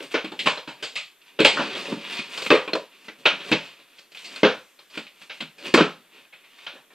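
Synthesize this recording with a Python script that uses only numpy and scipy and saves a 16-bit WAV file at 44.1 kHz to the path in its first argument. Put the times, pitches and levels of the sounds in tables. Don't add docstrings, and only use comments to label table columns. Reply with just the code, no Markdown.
import sys
import numpy as np
from scipy import signal
from scipy.io import wavfile
from scipy.ndimage import uniform_filter1d

SR = 44100
rng = np.random.default_rng(int(sys.argv[2]) if len(sys.argv) > 2 else 0)


def transcribe(u):
    v = np.clip(np.atleast_2d(u).T, -1, 1)
    q = np.round(v * 32767).astype(np.int16)
    wavfile.write(sys.argv[1], SR, q)


N = 306054

# (frequency [Hz], level [dB per Hz])
ROOM_TONE = [(18, -23), (30, -14), (53, -23), (82, -30.5), (146, -11), (309, 1), (777, -5), (1950, 1),
             (2520, 0), (3260, 6.5), (5000, -21.5), (6500, -44.5), (11000, -120)]
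PORT_HISS = [(20, -4), (60, -19), (150, -12.5), (400, -4.5), (1900, -9.5), (3300, -15), (8000, -8),
             (13000, -7.5), (15000, -6.5)]
GRIT = [(410, -42.5), (700, -10.5), (787, -21), (933, -9), (1350, -8.5), (1500, -8.5), (2100, -5),
        (2580, 0.5), (2870, 6), (5010, -20), (6000, -31.5), (7800, -41.5), (13200, -120)]
RUMBLE = [(53, -54), (90, -26), (136, -8), (187, 1), (437, 5.5), (786, -5), (900, -7), (1170, -55.5),
          (1980, -120)]
CRUMBS = [(3240, -25.5), (5500, -5), (6020, -7), (6840, -7), (8440, -5), (10000, -12), (13000, -41.5),
          (22000, -120)]
TOP_HISS = [(5880, -30.5), (10000, 1.5), (10700, -9.5), (13900, 7.5), (15000, -8.5)]
CRACK = [(900, -19.5), (1600, -10.5), (2000, 7), (2400, 7), (3000, 13), (3600, 3.5), (4200, 1.5),
         (5000, -3.5), (6500, -10.5), (10000, -49)]
BOARD = [(350, -19), (600, 0), (698, -5), (760, -4.5), (889, -3.5), (993, -3), (2000, -4.5), (2600, -45.5),
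         (4400, -120)]
EDGE = [(2590, -26), (4400, 7.5), (5690, -5.5), (6140, -6.5), (8230, -12), (10100, -26), (14100, -25),
        (15000, -32)]
# (frequency [Hz], time [s])
ECHO_TIME = [(100, 0.33), (260, 0.12), (700, 0.28), (1840, 0.27), (4850, 0.3), (8000, 0.35), (11000, 0.036)]
# (frequency [Hz], gain [dB])
CAPSULE = [(20, -15), (60, -17.5), (100, -13), (130, -1.5), (1700, -5), (2000, -6.5), (2550, -5.5),
           (2950, -13.5), (3300, -7.5), (3800, -4.5), (5000, -4)]
# (frequency [Hz], gain [dB])
BLUR = [(30, -2.5), (70, -5), (150, -22), (1000, -30), (3000, -17), (6000, -26), (9000, -15), (14000, -1.5)]
# (frequency [Hz], level [dB], unscaled time [s])
JOISTS = [(150, -7, 0.053), (165, 0, 0.1), (227, 6, 0.064), (264.2, 2, 0.079), (314.4, 9, 0.056),
          (365.6, 0.5, 0.066), (422.8, 8, 0.057), (465.5, 0, 0.088), (510.4, -3, 0.13), (552.2, -4, 0.11),
          (627, 4.5, 0.048)]
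# (loudest time [s], swell [s], fade [s], drag level [dB],
#  rumble over drag [dB], fizz over drag [dB])
STROKES = [(0.029, 0.09, 0.043, -31.5, -7.5, -14.5), (0.127, 0.036, .02, -24.5, -21, -15.5),
           (0.445, 0.12, 0.027, -34.5, -5, -12), (0.815, .12, .02, -41, -14, -22),
           (0.945, .05, 0.022, -44, -8, -16), (1.285, 0.15, 0.046, -46.5, -39, -20),
           (1.57, 0.18, 0.65, -23.5, -8.5, -30), (1.77, 0.03, 0.19, -35, -24, -14),
           (1.901, 0.098, .04, -31.5, -5, -17), (2.139, 0.19, 0.067, -29.5, -15.5, -17),
           (2.19, 0.15, 0.031, -26, -29, -31), (2.34, 0.16, 0.5, -29, -16.5, -18),
           (2.47, 0.13, 0.02, -31, -24, -10.5), (2.92, 0.02, 0.36, -49.5, -16, -33),
           (3.071, 0.14, 0.025, -44, -12.5, -13), (3.194, .03, 0.048, -44, -10, -11),
           (3.341, 0.11, 0.038, -35, -2.5, -41), (3.501, 0.17, 0.026, -26, -11, -20),
           (3.649, 0.08, 0.17, -35.5, -18, -21), (3.799, 0.041, 0.052, -45, -11, -27),
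           (3.88, 0.023, 0.072, -54, -21, -32), (3.995, 0.13, 0.024, -41.5, -18, -18),
           (4.159, 0.062, 0.9, -43.5, -34, -8.5), (4.328, 0.21, 0.29, -37, -12, -26),
           (4.795, .02, 0.045, -57, -2, -9), (4.96, 0.056, 0.025, -29.5, -20, -20),
           (5.08, 0.071, .1, -53, -26, -25), (5.23, 0.1, 0.031, -39, -17.5, -15),
           (5.341, 0.058, 0.24, -42, -18, -16), (5.67, 0.087, 0.028, -24.5, -9.5, -19),
           (5.99, 0.079, 0.12, -51.5, -7, -20), (6.172, 0.11, 0.066, -40, -12.5, -23),
           (6.39, 0.028, 0.018, -60, -7, -26), (6.455, 0.03, .12, -67, -16, -14.5),
           (6.65, 0.34, .02, -40, -22, -21), (6.74, 0.025, 0.15, -50, -3, -11),
           (6.935, 0.037, 0.034, -43.5, -10.5, -20.5)]
# (time [s], crack level [dB], crack pitch [Hz], thud level [dB], thud centre [Hz],
#  board level [dB], board pitch [Hz], edge level [dB], contact fade [s], extra room level [dB],
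#  rise [s], steel snap over crack [dB], thud breadth [octaves])
BLOWS = [(0.0034, -29.5, 2650, -36.5, 468, -38, 1510, -59, 0.0027, -2, 0.007, -18, 0.94),
         (0.14, -15, 2260, -17.5, 420, -19, 1510, -41, 0.013, 3.5, 0.0033, -12.5, 0.8),
         (0.2436, -26, 2560, -26.5, 286, -33.5, 1160, -36, 0.012, 1.5, 0.0025, -14, 0.72),
         (0.318, -32.5, 3600, -33, 310, -35, 875, -38.5, 0.0095, 2, 0.0032, -5, 0.78),
         (0.391, -17, 3070, -45, 347, -39, 1700, -26.5, 0.014, 2.5, 0.0024, -8, 0.8),
         (0.4574, -11.5, 2760, -22.5, 255, -17.5, 1060, -23.5, 0.011, 14, 0.0041, -4, 0.8),
         (0.4696, -10.5, 2536, -26, 581, -14.5, 1020, -33, 0.01, -1.5, 0.003, -5, 0.97),
         (0.5721, -28.5, 4100, -36.5, 593, -34, 950, -43, 0.011, 4, 0.0045, -4, 0.76),
         (0.675, -29, 2530, -35, 270, -34.5, 950, -38, 0.0041, 10.5, 0.0031, -17, 0.94),
         (0.825, -20.5, 4090, -34, 466, -31, 1540, -24.5, 0.012, 7.5, 0.0033, -17, 0.8),
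         (0.955, -18.5, 2800, -50, 252, -36, 1200, -27, 0.018, 9.5, 0.0017, -14, 0.64),
         (1.2145, -46, 2810, -70, 323, -72, 1540, -82.5, 0.008, -2.5, 0.0037, -6, 0.8),
         (1.3898, -13, 2820, -19, 533, -21.5, 1500, -35.5, 0.013, -5.5, 0.0034, -12, 1),
         (1.4015, -11, 2620, -12, 381, -21, 1550, -19, 0.008, 2.5, 0.0024, -9.5, 1),
         (1.4469, -2, 2730, -11.5, 530, -13, 869, -11.5, 0.0074, 5, 0.003, -4, 0.98),
         (1.5693, -28, 2670, -41, 565, -18, 1390, -45, 0.009, 4.5, 0.0028, -11, 0.92),
         (1.5897, -20, 2480, -25, 244, -22, 980, -46, 0.0094, 12, 0.0023, -12, 0.54),
         (1.7497, -25, 3320, -41, 283, -32, 1240, -36, 0.008, 14, 0.0036, -4, 0.73),
         (1.919, -32, 3060, -18, 252, -30.5, 910, -46, 0.0093, 0.5, 0.0035, -8, 0.87),
         (2.19, -25.5, 2490, -35, 215, -41.5, 999, -32.5, 0.0071, 0.5, 0.0042, -5, 0.91),
         (2.3736, -24.5, 3140, -38, 450, -32, 1100, -29.5, 0.0071, 3.5, 0.0038, -1, 0.93),
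         (2.4209, -27.5, 2880, -34.5, 600, -37.5, 1380, -28.5, 0.006, 1.5, 0.0023, -8, 0.74),
         (2.462, -18.5, 2480, -37, 223, -28, 1280, -35.5, 0.008, -10.5, 0.0031, -7, 0.59),
         (2.5035, -7.5, 2670, -12.5, 420, -11, 1200, -36, 0.0035, -1, 0.0031, -3.5, 0.72),
         (2.5124, -12.5, 2610, -16, 307, -10, 1105, -24, 0.0044, -1, 0.0029, 1.5, 0.68),
         (2.524, -15, 1890, -9, 464, -26.5, 1200, -31.5, 0.008, 10, 0.003, -8, 0.57),
         (2.5477, -20.5, 2360, -20, 428.4, -19.5, 1240, -27, 0.008, 2.5, 0.003, -1, 0.5),
         (2.677, -24, 2430, -31, 390, -30, 1030, -39, 0.0073, -0.5, 0.00304, -5.5, 0.86),
         (2.7329, -16.5, 4220, -21, 493, -25, 1590, -32, 0.0077, -5.5, 0.0021, -3.5, 0.9),
         (2.751, -24.5, 2560, -25, 580, -22, 980, -30.5, 0.0063, -1, 0.0033, -10, 0.94),
         (3.0826, -29.5, 1975, -39, 328, -37, 1490, -63, 0.0084, -1.5, 0.003, -7, 0.69),
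         (3.2543, -3, 2630, -20.5, 547, -13.5, 1400, -23, 0.016, 3.5, 0.0032, -15, 1),
         (3.4032, -29, 3250, -45, 353, -38.5, 1790, -51, 0.0067, 9, 0.003, -2, 0.8),
         (3.5151, -15.5, 2500, -17.5, 190, -20.5, 695, -23.5, 0.0064, -0.5, 0.0022, -5, 1),
         (3.5228, -9, 2450, -16, 342, -20, 880, -40, 0.01, -2, 0.0037, -16, 0.97),
         (3.9816, -38.5, 3230, -64, 594, -66, 1450, -56, 0.008, -6, 0.0028, -13, 0.94),
         (3.9895, -50.5, 2440, -64, 355, -53, 1560, -45, 0.0061, -3, 0.003, -8, 0.8),
         (4.117, -41.5, 2580, -63, 240, -55, 1800, -46.5, 0.011, -1, 0.0032, -8, 0.8),
         (4.146, -35, 2500, -65, 517, -47, 1800, -44, 0.007, 3, 0.003, -8, 0.8),
         (4.1704, -31, 3480, -62, 598, -54, 1520, -48.5, 0.0072, 5, 0.0027, -7, 0.8),
         (4.2426, -32.5, 2580, -61.5, 598, -51, 1720, -34, 0.0051, 13.5, 0.003, -6, 0.8),
         (4.359, -28, 4200, -49, 567, -38.5, 1480, -32, 0.0065, 2, 0.003, -6, 0.8),
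         (4.4319, -9.5, 2105, -8.5, 400, -13, 1480, -41, 0.0027, 7, 0.003, -4.5, 0.8),
         (4.4494, -12, 3280, -11, 437, -16, 1490, -35, 0.0038, 4, 0.0031, -3.5, 0.87),
         (4.789, -43, 4230, -60, 533, -51.5, 1170, -64, 0.01, 3, 0.0032, -2.5, 0.8),
         (4.899, -46, 3160, -71, 560, -54, 1220, -49, 0.0098, 12, 0.003, -4, 0.76),
         (4.9735, -22.5, 2410, -30.5, 297, -31.5, 1410, -33, 0.008, 0.5, 0.003, -11, 0.94),
         (5.066, -38, 2520, -67, 390, -56, 1180, -63, 0.011, 1, 0.003, -5, 0.8),
         (5.2145, -38, 2700, -56, 234, -47.5, 1660, -62, 0.011, -8, 0.003, -14, 0.68),
         (5.2962, -27.5, 2470, -50, 445, -37, 1600, -54, 0.008, 6.5, 0.004, -17, 0.93),
         (5.4043, -21, 2830, -40.5, 220, -34, 1600, -30.5, 0.013, -3.5, 0.0035, -8, 1),
         (5.4224, -27.5, 3470, -35, 161, -38, 1370, -45, 0.006, -4, 0.0024, -8, 1),
         (5.582, -39, 2480, -55, 576, -47.5, 1710, -46, 0.0072, 9, 0.0021, -10, 0.8),
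         (5.7403, -9, 2490, -9, 338, -13, 1770, -15, 0.008, -5, 0.0018, -7, 0.77),
         (5.7444, -14.5, 2090, -14, 269, -12, 1060, -18.5, 0.004, 3.5, 0.0039, -3, 0.58),
         (5.7734, -10, 2440, -12, 416, -12.5, 1300, -35, 0.0055, 7.5, 0.0038, -16, 0.52),
         (5.8064, -14.5, 2470, -9.5, 294, -14.5, 1540, -37, 0.0039, -2.5, 0.0038, -11.5, 0.88),
         (6.249, -50.5, 2500, -68, 326, -57, 1600, -66, 0.008, 2.5, 0.003, -1, 0.8),
         (6.325, -39, 2200, -77, 546, -49.5, 1484, -52, 0.015, 9, 0.0031, -5, 0.96),
         (6.437, -44, 2115, -70, 410, -57, 1596, -56, 0.018, 6, 0.004, -7, 0.8),
         (6.585, -39, 2750, -65, 344, -53, 1120, -57, 0.008, -1, 0.0028, -10, 0.88),
         (6.665, -24.5, 3140, -53, 540, -34.5, 1440, -45, 0.0059, 4.5, 0.0039, -2, 0.91),
         (6.749, -44, 3280, -59, 331, -45, 1780, -56, 0.008, 8, 0.003, -8, 0.8),
         (6.904, -50.5, 2320, -68, 505, -50, 1800, -62, 0.0042, 4, 0.003, -4, 0.8)]

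ROOM_TONE_DB, HISS_DB = -57, -61.5
SWELL_DB = 25.5
TOP_HISS_DB = -6.5
CHIPS_PER_S, CHIP_DB = 300, -15.5
RING_FACTOR = 0.9
KNOCK_DB = -7.0
PORT_LAG = 1
CUT_HZ = 14650


def gain_of(db):
    return 10 ** (np.asarray(db) / 20)


def evened(x):
    return x / np.sqrt(np.mean(x ** 2) + 1e-20)


def read(points, hz):
    table_hz, value = np.transpose(points)
    return np.interp(np.log(hz + 1), np.log(table_hz + 1), value)


def add(mix, s, sound):
    part = mix[round(s * SR):][:len(sound)]
    part += sound[:len(part)]


def colour(x, points):
    hz = abs(np.fft.fftfreq(8192, 1 / SR))
    log_gain = np.log(gain_of(np.maximum(read(points, hz), -90)))
    spectrum = np.exp(np.conj(signal.hilbert(log_gain)))
    taps = np.fft.ifft(spectrum).real[:3000]
    taps = taps[(None,) * (x.ndim - 1)]
    return signal.fftconvolve(x, taps, axes=-1)[..., :x.shape[-1]]


def favour(x, centres_hz, sharpness, rest):
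    rows = []
    for row, hz in zip(x, centres_hz):
        b, a = signal.iirpeak(hz, sharpness, SR)
        rows.append(rest * row + signal.lfilter(b, a, row))
    return np.array(rows)


def ping(hz, t, turns):
    cycles = hz[:, None] * t
    return np.sin(2 * np.pi * cycles) * cycles * np.exp(-cycles / turns)


def peaked(x, db):
    top = uniform_filter1d(x ** 2, 400, axis=1).max(1, keepdims=True)
    return x * gain_of(db)[:, None] / np.sqrt(top + 1e-20)


def room(count, wet_db, first_s):
    shape = (count, SR // 2)
    taps = rng.choice([-1., 1.], shape) * (rng.random(shape) < .3)
    hz, t, bands = signal.stft(taps, SR, nperseg=256)
    echo_time = np.maximum(read(ECHO_TIME, hz), .05)[:, None]
    tail = signal.istft(bands * gain_of(-60 * t / echo_time), SR, nperseg=256)[1]
    tail *= np.clip(np.arange(tail.shape[1]) / (first_s * SR), 0, 1)
    tail *= gain_of(wet_db) / np.linalg.norm(tail, axis=1, keepdims=True)
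    tail[:, 0] = 1
    return tail


def room_tone():
    return gain_of(ROOM_TONE_DB) * evened(colour(rng.standard_normal(N), ROOM_TONE))


def drag():
    size = gain_of(1.5 * np.minimum(rng.exponential(1, (4, N)), 5)) * rng.standard_normal((4, N))
    clicks = size * (rng.random((4, N)) < 3000 / SR)
    spectra = (GRIT, RUMBLE, CRUMBS, TOP_HISS)
    grit, rumble, crumbs, top_hiss = (evened(colour(c, p)) for c, p in zip(clicks, spectra))
    clumps = uniform_filter1d(rng.standard_normal(N), size=500)
    clumps = evened(uniform_filter1d(clumps, size=500))
    grit = evened(grit * gain_of(2.4 * clumps))
    top_hiss = top_hiss * gain_of(1.9 * clumps)
    chips = gain_of(2.7 * np.minimum(rng.exponential(1, N), 4)) * (rng.random(N) < CHIPS_PER_S / SR)
    grit = grit + gain_of(CHIP_DB) * evened(colour(chips, EDGE))
    fizz = crumbs + gain_of(TOP_HISS_DB) * top_hiss
    near = np.zeros(N)
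    for s, swell, fade, drag_db, rumble_db, fizz_db in STROKES:
        first = max(round((s - 2 * swell) * SR), 0)
        last = min(round((s + 2 * fade) * SR), N)
        at = np.arange(first, last)
        away = np.where(at < s * SR, (s - at / SR) / swell, (at / SR - s) / fade)
        stroke = grit[at] + gain_of(rumble_db) * rumble[at] + gain_of(fizz_db) * fizz[at]
        near[at] += gain_of(drag_db - SWELL_DB * away) * stroke
    echoes = room(count=1, wet_db=-1.5, first_s=0.012)[0]
    return signal.fftconvolve(near, echoes / np.linalg.norm(echoes))[:N]


def joist_thud(t, thud_hz, breadth, onset):
    count = len(thud_hz)
    thud = np.zeros((count, len(t)))
    phase = 2.56 * rng.random((count, len(JOISTS)))
    for k, (hz, db, t60) in enumerate(JOISTS):
        near_db = -9. * (np.log2(hz / thud_hz) / np.clip(breadth, .2, 2)) ** 2
        level_db = db + near_db[:, None] - 60 * t / (t60 * RING_FACTOR)
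        thud += gain_of(level_db) * np.sin(2 * np.pi * hz * t + phase[:, k:k + 1])
    thud *= onset * (1 - np.exp(-t / 0.0051))
    echoes = room(count=count, wet_db=-8.5, first_s=0.022)
    return signal.fftconvolve(thud, echoes, axes=1)[:, :len(t)]


def blows():
    (s, crack_db, crack_hz, thud_db, thud_hz, board_db, board_hz, edge_db,
     length, room_db, rise, snap_db, breadth) = np.transpose(BLOWS)
    t = np.arange(SR // 2) / SR
    u = t / np.clip(length, .001, .05)[:, None]
    onset = 1 - np.exp(-(t / np.clip(rise, .0003, .02)[:, None]) ** 2)
    contact = rng.standard_normal(u.shape) * np.exp(-u) * onset
    answer = room(count=len(s), wet_db=-5.0, first_s=0.015)[:, :len(t)]
    answer = answer * (t > 0) * onset
    strength = np.linalg.norm(contact, axis=1) * gain_of(room_db)
    heard = contact + strength[:, None] * answer

    crack = favour(colour(heard, CRACK), crack_hz, sharpness=1.64, rest=0.54)
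    board = favour(colour(heard, BOARD), board_hz, sharpness=12.0, rest=0.68)
    edge = colour(heard, EDGE)
    thud = joist_thud(t, thud_hz, breadth, onset)
    late = np.maximum(t - 0.628 * rise[:, None], 0)
    snap = ping(crack_hz, late, turns=12.0)
    knock = ping(thud_hz, late, turns=1.0)

    sound = peaked(crack, crack_db) + peaked(board, board_db)
    sound += peaked(edge, edge_db) + peaked(thud, thud_db)
    sound += peaked(snap, crack_db + snap_db) + peaked(knock, thud_db + KNOCK_DB)
    out = np.zeros(N)
    for start, one in zip(s - .0015, sound):
        add(out, start, one)
    return out


def blurred_noise(sound):
    smear = rng.standard_normal((2, 3000)) * np.exp(-np.arange(3000) / 700)
    smear /= np.linalg.norm(smear, axis=1, keepdims=True)
    return signal.fftconvolve(colour(sound, BLUR)[None], smear, axes=1)[:, :N]


def scene():
    sound = room_tone() + drag() + blows()
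    return np.array([np.roll(sound, PORT_LAG), sound]) + blurred_noise(sound)


def record(dry):
    hiss = evened(colour(rng.standard_normal(dry.shape), PORT_HISS))
    wired = colour(dry, CAPSULE) + gain_of(HISS_DB) * hiss
    held = np.clip(wired, -1, 1)
    low_pass = signal.firwin(511, CUT_HZ, window=("kaiser", 9), fs=SR)
    return signal.oaconvolve(held, low_pass[None], "same")


dry = scene()
out = record(dry)
transcribe(out)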